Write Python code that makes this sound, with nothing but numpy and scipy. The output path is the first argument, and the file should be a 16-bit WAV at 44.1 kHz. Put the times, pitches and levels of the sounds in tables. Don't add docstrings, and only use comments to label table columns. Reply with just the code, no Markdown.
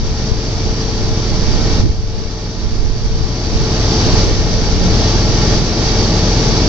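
import sys
import numpy as np
from scipy import signal
from scipy.fft import rfft, irfft, next_fast_len
from scipy.io import wavfile
from scipy.ndimage import uniform_filter1d

SR = 44100
rng = np.random.default_rng(int(sys.argv[2]) if len(sys.argv) > 2 else 0)


def waveform_to_disk(signal):
    frames = np.transpose(np.atleast_2d(signal))
    scaled = np.clip(frames, -1, 1) * 32767
    samples = np.round(scaled).astype(np.int16)
    wavfile.write(sys.argv[1], SR, samples)


def ratio_of_db(decibels):
    return 10 ** (np.asarray(decibels, float) / 20)


N = 294588
USUAL_DB = -26.5


def evened(x):
    return x / np.sqrt(np.mean(x ** 2) + 1e-20)


def read(points, hz):
    f, value = np.transpose(points)
    return np.interp(np.log(hz + 1), np.log(f + 1), value)


def curve(rows, t):
    seconds, value = np.transpose(rows)
    return np.interp(t, seconds, value)


def wander(top_hz):
    t = np.arange(0, N + 256, 256)
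    slow = 0
    for f in np.geomspace(.3, top_hz, 20):
        slow = slow + np.sin(2 * np.pi * (f * t / SR + rng.random())) / np.sqrt(f)
    return np.interp(np.arange(N), t, evened(slow))


def ports(x):
    # frequency in Hz, level of left over right in dB.
    lean = [(60, .6), (270, 1.2), (600, 2.4), (950, 1.2), (1300, 2), (2240, -4.3), (2700, -3), (3400, -6.5),
            (4050, -5.6), (4750, -10), (5080, -3), (5350, 5.5), (5850, 15), (6400, 13.3), (7150, 10),
            (7900, 5.5)]
    # frequency in Hz, lead in radians.
    lead = [(0, 0), (600, -.05), (1120, -.45), (1400, -1), (1890, -1.4), (2150, -.9), (2900, -1.6),
            (3700, -.6), (4300, -.3), (5340, 1.9), (5770, .7), (6300, 2), (8000, 0)]
    size = next_fast_len(N)
    hz = np.fft.rfftfreq(size, 1 / SR)
    half = ratio_of_db(read(lean, hz) / 2) * np.exp(.5j * read(lead, hz))
    both = rfft(x, size) * np.array([half, 1 / half])
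    return irfft(both, size)[:, :N]


def noise(gain_per_hz, patchy_db, size=1024):
    # frequency in Hz, likeness from 0 to 1.
    likeness = [(60, .97), (250, .97), (600, .89), (1000, .82), (1500, .55), (2500, .35), (3800, .6),
                (4800, .35), (5800, .27), (6200, .11), (8000, .15)]
    frames, hz = 4 * N // size + 5, np.fft.rfftfreq(size, 1 / SR)
    a, b, c, d, patches = rng.standard_normal((frames, len(hz), 5)).T
    patches = uniform_filter1d(patches, size=12, axis=0)
    patches = evened(uniform_filter1d(patches, size=14, axis=1))
    same = np.clip(read(likeness, hz), -1, 1)[:, None]
    left = a + 1j * b
    right = same * left + np.sqrt(1 - same ** 2) * (c + 1j * d)
    spectra = np.array([left, right]) * gain_per_hz(hz)[:, None] * ratio_of_db(patchy_db * patches)
    sound = signal.istft(spectra, nperseg=size, noverlap=size - size // 4)[1]
    return evened(sound[:, :N])


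def tones(turns, rows, sway, lead=0):
    total = 0
    for multiple, db, wander_db in rows:
        strength = np.sqrt(2) * ratio_of_db(db + wander_db * wander(5.2))
        phase = 2 * np.pi * multiple * turns + lead + sway * wander(4)
        total = total + strength * np.sin(phase)
    return total


def gusts(t):
    # middle in seconds, length in seconds, left port level in dB, right port level in dB,
    # corner in Hz above which the gust's buffeting fades.
    gust_rows = [(.05, 0.2, -16.5, -21.5, 35), (0.347, 0.14, -17, -21, 40), (.7, .15, -24, -23.5, 35.2),
                 (1.106, .3, -19.5, -18, 34.8), (1.333, 0.17, -21.5, -19, 98.4),
                 (1.619, 0.75, -18, -11, 24.1), (1.842, 0.15, -12, -10.5, 152.5),
                 (2.088, 0.6, -17.5, -17, 25.4), (2.78, .55, -22, -15.5, 30.1),
                 (3.148, 0.37, -18, -18.5, 40), (3.577, .25, -21.5, -17.5, 35),
                 (4.244, 0.61, -18.5, -17, 39.9), (4.579, .3, -22.5, -14.5, 30),
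                 (4.823, 0.46, -15, -15, 45), (5.301, 0.35, -26.5, -16.5, 56.3),
                 (5.578, 0.24, -15.5, -18, 24), (6.0, 0.27, -23.5, -26.5, 70), (6.52, .15, -23, -26.5, 45)]
    lull, lull_hz = ratio_of_db(2 * -28), 45
    middle, length, left_db, right_db, corner_hz = np.transpose(gust_rows)[..., None]
    swell = np.cos(np.pi * np.clip((t - middle) / length, -.5, .5)) ** 2
    power = ratio_of_db(2 * np.array([left_db, right_db])) * swell
    both = power.sum(0)
    mixed_hz = (2 * lull * lull_hz + (both * corner_hz).sum(0)) / (2 * lull + both.sum(0))
    return lull + power.sum(1), mixed_hz


def wind():
    frames, hz = N // 512 + 9, np.fft.rfftfreq(4096, 1 / SR)[:, None]
    frame_times = (np.arange(frames) * 512 - 256) / SR
    corner_hz = np.maximum(gusts(frame_times)[1], 10)
    shape = hz / (hz + 6.1) / (1 + (hz / corner_hz) ** 2) ** 1.18
    shape /= np.sqrt((shape ** 2).sum(0))
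    a, b = rng.standard_normal((frames, 2049, 2, 2)).T
    air = signal.istft((a + 1j * b) * shape, nperseg=4096, noverlap=3584)[1]
    air = evened(air[:, :N])
    lumps = np.sqrt(0.2 + abs(uniform_filter1d(air ** 2, size=3000, axis=1)))
    flutter = ratio_of_db(2.5 * np.array([wander(12), wander(17)]))
    strength = np.sqrt(gusts(np.arange(N) / SR)[0])
    return strength * flutter * evened(air / lumps)


def buffets():
    # middle in seconds, level in dB (the pointed peak stands 1 dB above it),
    # port (L or R), swing rate in Hz, length in seconds.
    buffet_rows = [(0.052, -11, "R", 60, 0.029), (0.124, -9, "R", 60, .035), (0.321, 2, "L", 55, 0.044),
                   (0.672, -10, "R", 60, .04), (0.709, -11, "L", 45, .05), (0.996, -11, "R", 75, .04),
                   (1.117, -8, "L", 60, 0.044), (1.315, -5.5, "L", 107, 0.041), (1.482, -5, "R", 70, .04),
                   (1.553, -2.5, "R", 59.4, .04), (1.658, -6, "L", 50, .04), (1.709, -11.5, "L", 55, 0.028),
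                   (1.762, -10.5, "R", 130, .04), (1.802, -4.5, "L", 60, .035),
                   (1.839, -0.5, "R", 100.5, 0.05), (1.862, -9.5, "L", 149, 0.036),
                   (1.864, -11, "L", 330, .03), (1.909, -4, "L", 49.8, .045), (1.9, -4, "R", 75, .04),
                   (1.999, -7, "R", 70, .045), (2.645, -6.5, "R", 69.6, 0.065), (2.671, -8.5, "R", 42, .05),
                   (2.733, -9, "L", 45, .045), (2.796, -14, "R", 45, 0.034), (2.851, -2, "R", 48, 0.048),
                   (2.879, -10.5, "R", 55, 0.032), (3.051, -5.5, "R", 42, .055),
                   (3.124, -9, "L", 55, 0.048), (3.19, -8, "R", 90, .04), (3.211, -8.5, "L", 110, 0.016),
                   (3.244, -2.5, "L", 52, .045), (3.559, -6, "R", 50, .04), (4.069, -8.5, "R", 79, .05),
                   (4.142, -7.5, "R", 49.7, .04), (4.325, -5, "R", 51, .05), (4.386, -10.5, "R", 75, 0.071),
                   (4.556, -11.5, "R", 54.7, 0.039), (4.696, -7, "R", 64.7, .04),
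                   (4.735, -6.5, "L", 69.5, .04), (4.812, -7.5, "R", 45, .045),
                   (4.859, -7.5, "L", 59.8, .04), (5.019, -6, "R", 50, 0.044), (5.162, -6, "R", 65.3, .06),
                   (5.3, -5, "R", 49.7, .04), (5.346, -7.5, "L", 65.6, .04), (5.603, -11, "R", 55, .04),
                   (6.511, -9, "L", 49.8, 0.046)]
    out = np.zeros((2, N))
    pushes = rng.choice([-1., 1.], len(buffet_rows))
    for (s, db, port, hz, length), push in zip(buffet_rows, pushes):
        size = round(length * SR)
        t = (np.arange(size) - size // 2) / SR
        point = 0.6 + 0.52 * np.exp(-abs(t) / 0.0022)
        swing = np.hanning(size) * point * np.cos(2 * np.pi * hz * t)
        start = round(s * SR) - size // 2
        out["LR".index(port), start:][:size] += push * ratio_of_db(db) * swing
    return out


def glugs():
    # start in seconds, level in dB midway between the ports, start pitch in Hz,
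    # end pitch in Hz, length in seconds.
    bubbles = [(4.222, -22, 310, 591, 0.1), (4.29, -24.5, 382, 456, 0.04)]
    out = np.zeros(N)
    for s, db, start_hz, end_hz, length in bubbles:
        hz = np.linspace(start_hz, end_hz, round(length * SR))
        wobble = evened(uniform_filter1d(rng.standard_normal(len(hz)), size=300))
        tone = np.sin(2 * np.pi * np.cumsum(hz) / SR + 0.84 * wobble)
        swell = np.sqrt(np.hanning(len(hz)))
        out[round(s * SR):][:len(hz)] += np.sqrt(2) * ratio_of_db(db) * swell * tone
    return out * ratio_of_db([[-1.5], [1.5]])


def spray():
    # frequency in Hz, relative level per Hz in dB.
    hiss = [(600, -8), (950, -5.5), (1350, -6), (1700, -6.5), (2000, -8), (2500, -8), (3200, -7),
            (3900, -4.5), (4150, -5), (4350, -1.5), (4680, 0), (5100, 0.5), (5250, -1.5), (5550, -1.5),
            (5850, -3), (6200, -9), (6700, -15), (7400, -21.5), (8150, -29.5), (8450, -51.5), (9500, -85)]
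    flicker_db = 0.43 * evened(uniform_filter1d(rng.standard_normal(N), size=1500))
    return ratio_of_db(0.52 + flicker_db) * noise(lambda hz: ratio_of_db(read(hiss, hz)), patchy_db=0.2)


def hum():
    # frequency in Hz, width in Hz, relative level in dB.
    panels = [(176, 22, -7), (330, 70, -9), (620, 55, -17), (843, 55, -16), (994, 10, -24), (1165, 22, -23),
              (1364, 30, -23), (1828, 28, -21), (2160, 20, -29), (2278, 30, -22), (2849, 40, -28)]

    def resonances(f):
        return sum(ratio_of_db(db) / np.sqrt(width) / (1 + (2 * (f - hz) / width) ** 2) for hz, width, db in panels)

    power = sum(ratio_of_db(2 * db) for _, _, db in panels)
    return ratio_of_db(1.5) * np.sqrt(power) * noise(resonances, patchy_db=1.5, size=8192)


def roar(crank):
    # frequency in Hz, relative level per Hz in dB.
    spectrum = [(30, -19), (60, -1.5), (90, -1), (115, -1), (143, -6), (165, -4.5), (205, -7), (280, -7.5),
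                (420, -9.5), (520, -14), (850, -18), (1050, -26.5), (1500, -33), (2200, -72)]
    throb = 1 + .03 * np.cos(2 * np.pi * crank) + .05 * np.cos(4 * np.pi * crank)
    return ratio_of_db(5) * throb * noise(lambda hz: ratio_of_db(read(spectrum, hz)), patchy_db=.5)


def fan(t, heard_db):
    # multiple of the blade rate, level in dB against the usual heard level, wander in dB.
    fan_tones = [(1, -5.5, .8), (2, -5.5, 1.2), (5, -26, 2)]
    blade_hz, follows = 222.1, .8
    lead = 0.4 * np.array([[.5], [-.5]])
    held_back = ratio_of_db((follows - 1) * (heard_db - USUAL_DB))
    return held_back * tones(blade_hz * t, fan_tones, sway=.3, lead=lead)


def whine(t):
    # frequency in Hz, level against the truck's heard level in dB, wander in dB.
    whines = [(1831, -33, 2), (2277, -35, 2)]
    return tones(t, whines, sway=2.5)


def exhaust(t, crank, heard_db):
    # multiple of the crank speed, relative level in dB, wander in dB.
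    low_order = [(2, -0.5, 0.5)]
    # multiple of the crank speed, relative level in dB, wander in dB.
    upper_orders = [(4, -6.5, 1), (5, -3, .8)]
    # multiple of its pitch, relative level in dB, wander in dB.
    drone = [(1, -8, 2.5)]
    drone_hz, blur_s = 127, 0.13
    slow_db = uniform_filter1d(heard_db, round(blur_s * SR)) - USUAL_DB
    low_db = -21 + 0.72 * slow_db
    upper_db = -22 + 0.64 * slow_db
    sound = ratio_of_db(low_db) * tones(crank, low_order, sway=.25)
    sound += ratio_of_db(upper_db) * tones(crank, upper_orders, sway=.35)
    sound += ratio_of_db(upper_db) * tones(drone_hz * t, drone, sway=.7)
    return sound


def truck():
    # time in seconds, level in dB.
    heard_level = [(0.0, -31), (0.3, -28), (0.33, -30), (0.61, -27.5), (1.11, -27.5), (1.8, -24.5),
                   (1.84, -32.5), (1.99, -36), (2.18, -33), (3.07, -32.5), (4.0, -21), (4.22, -21.5),
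                   (4.35, -25), (4.82, -24), (5.04, -21), (5.23, -23), (5.53, -20.5), (5.64, -25),
                   (5.86, -22), (6.68, -21.5)]
    # time in seconds, firing pair rate in Hz, which is twice the crank speed.
    pair_rate = [(0, 41), (.75, 40.7), (1.25, 41.3), (2.25, 41.5), (2.75, 41.9), (3.75, 42.3), (4.6, 41.75),
                 (5.3, 41.85), (5.75, 41.6), (6.3, 42.1), (6.68, 42.1)]
    t = np.arange(N) / SR
    heard_db = curve(heard_level, t)
    crank = np.cumsum(curve(pair_rate, t) / 2) / SR
    body = fan(t, heard_db) + whine(t) + roar(crank) + hum() + spray()
    return ports(exhaust(t, crank, heard_db) + ratio_of_db(heard_db) * body)


def scene():
    return wind() + buffets() + glugs() + truck()


def roll_off(x):
    return signal.sosfilt(signal.butter(12, 8630, fs=SR, output="sos"), x)


def record(dry):
    knee = .75
    over = np.maximum(abs(dry) - knee, 0)
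    bend = (1 - knee) * np.tanh(over / (1 - knee))
    rounded = np.clip(dry, -knee, knee) + np.sign(dry) * bend
    return roll_off(rounded)


dry = scene()
out = record(dry)
waveform_to_disk(out)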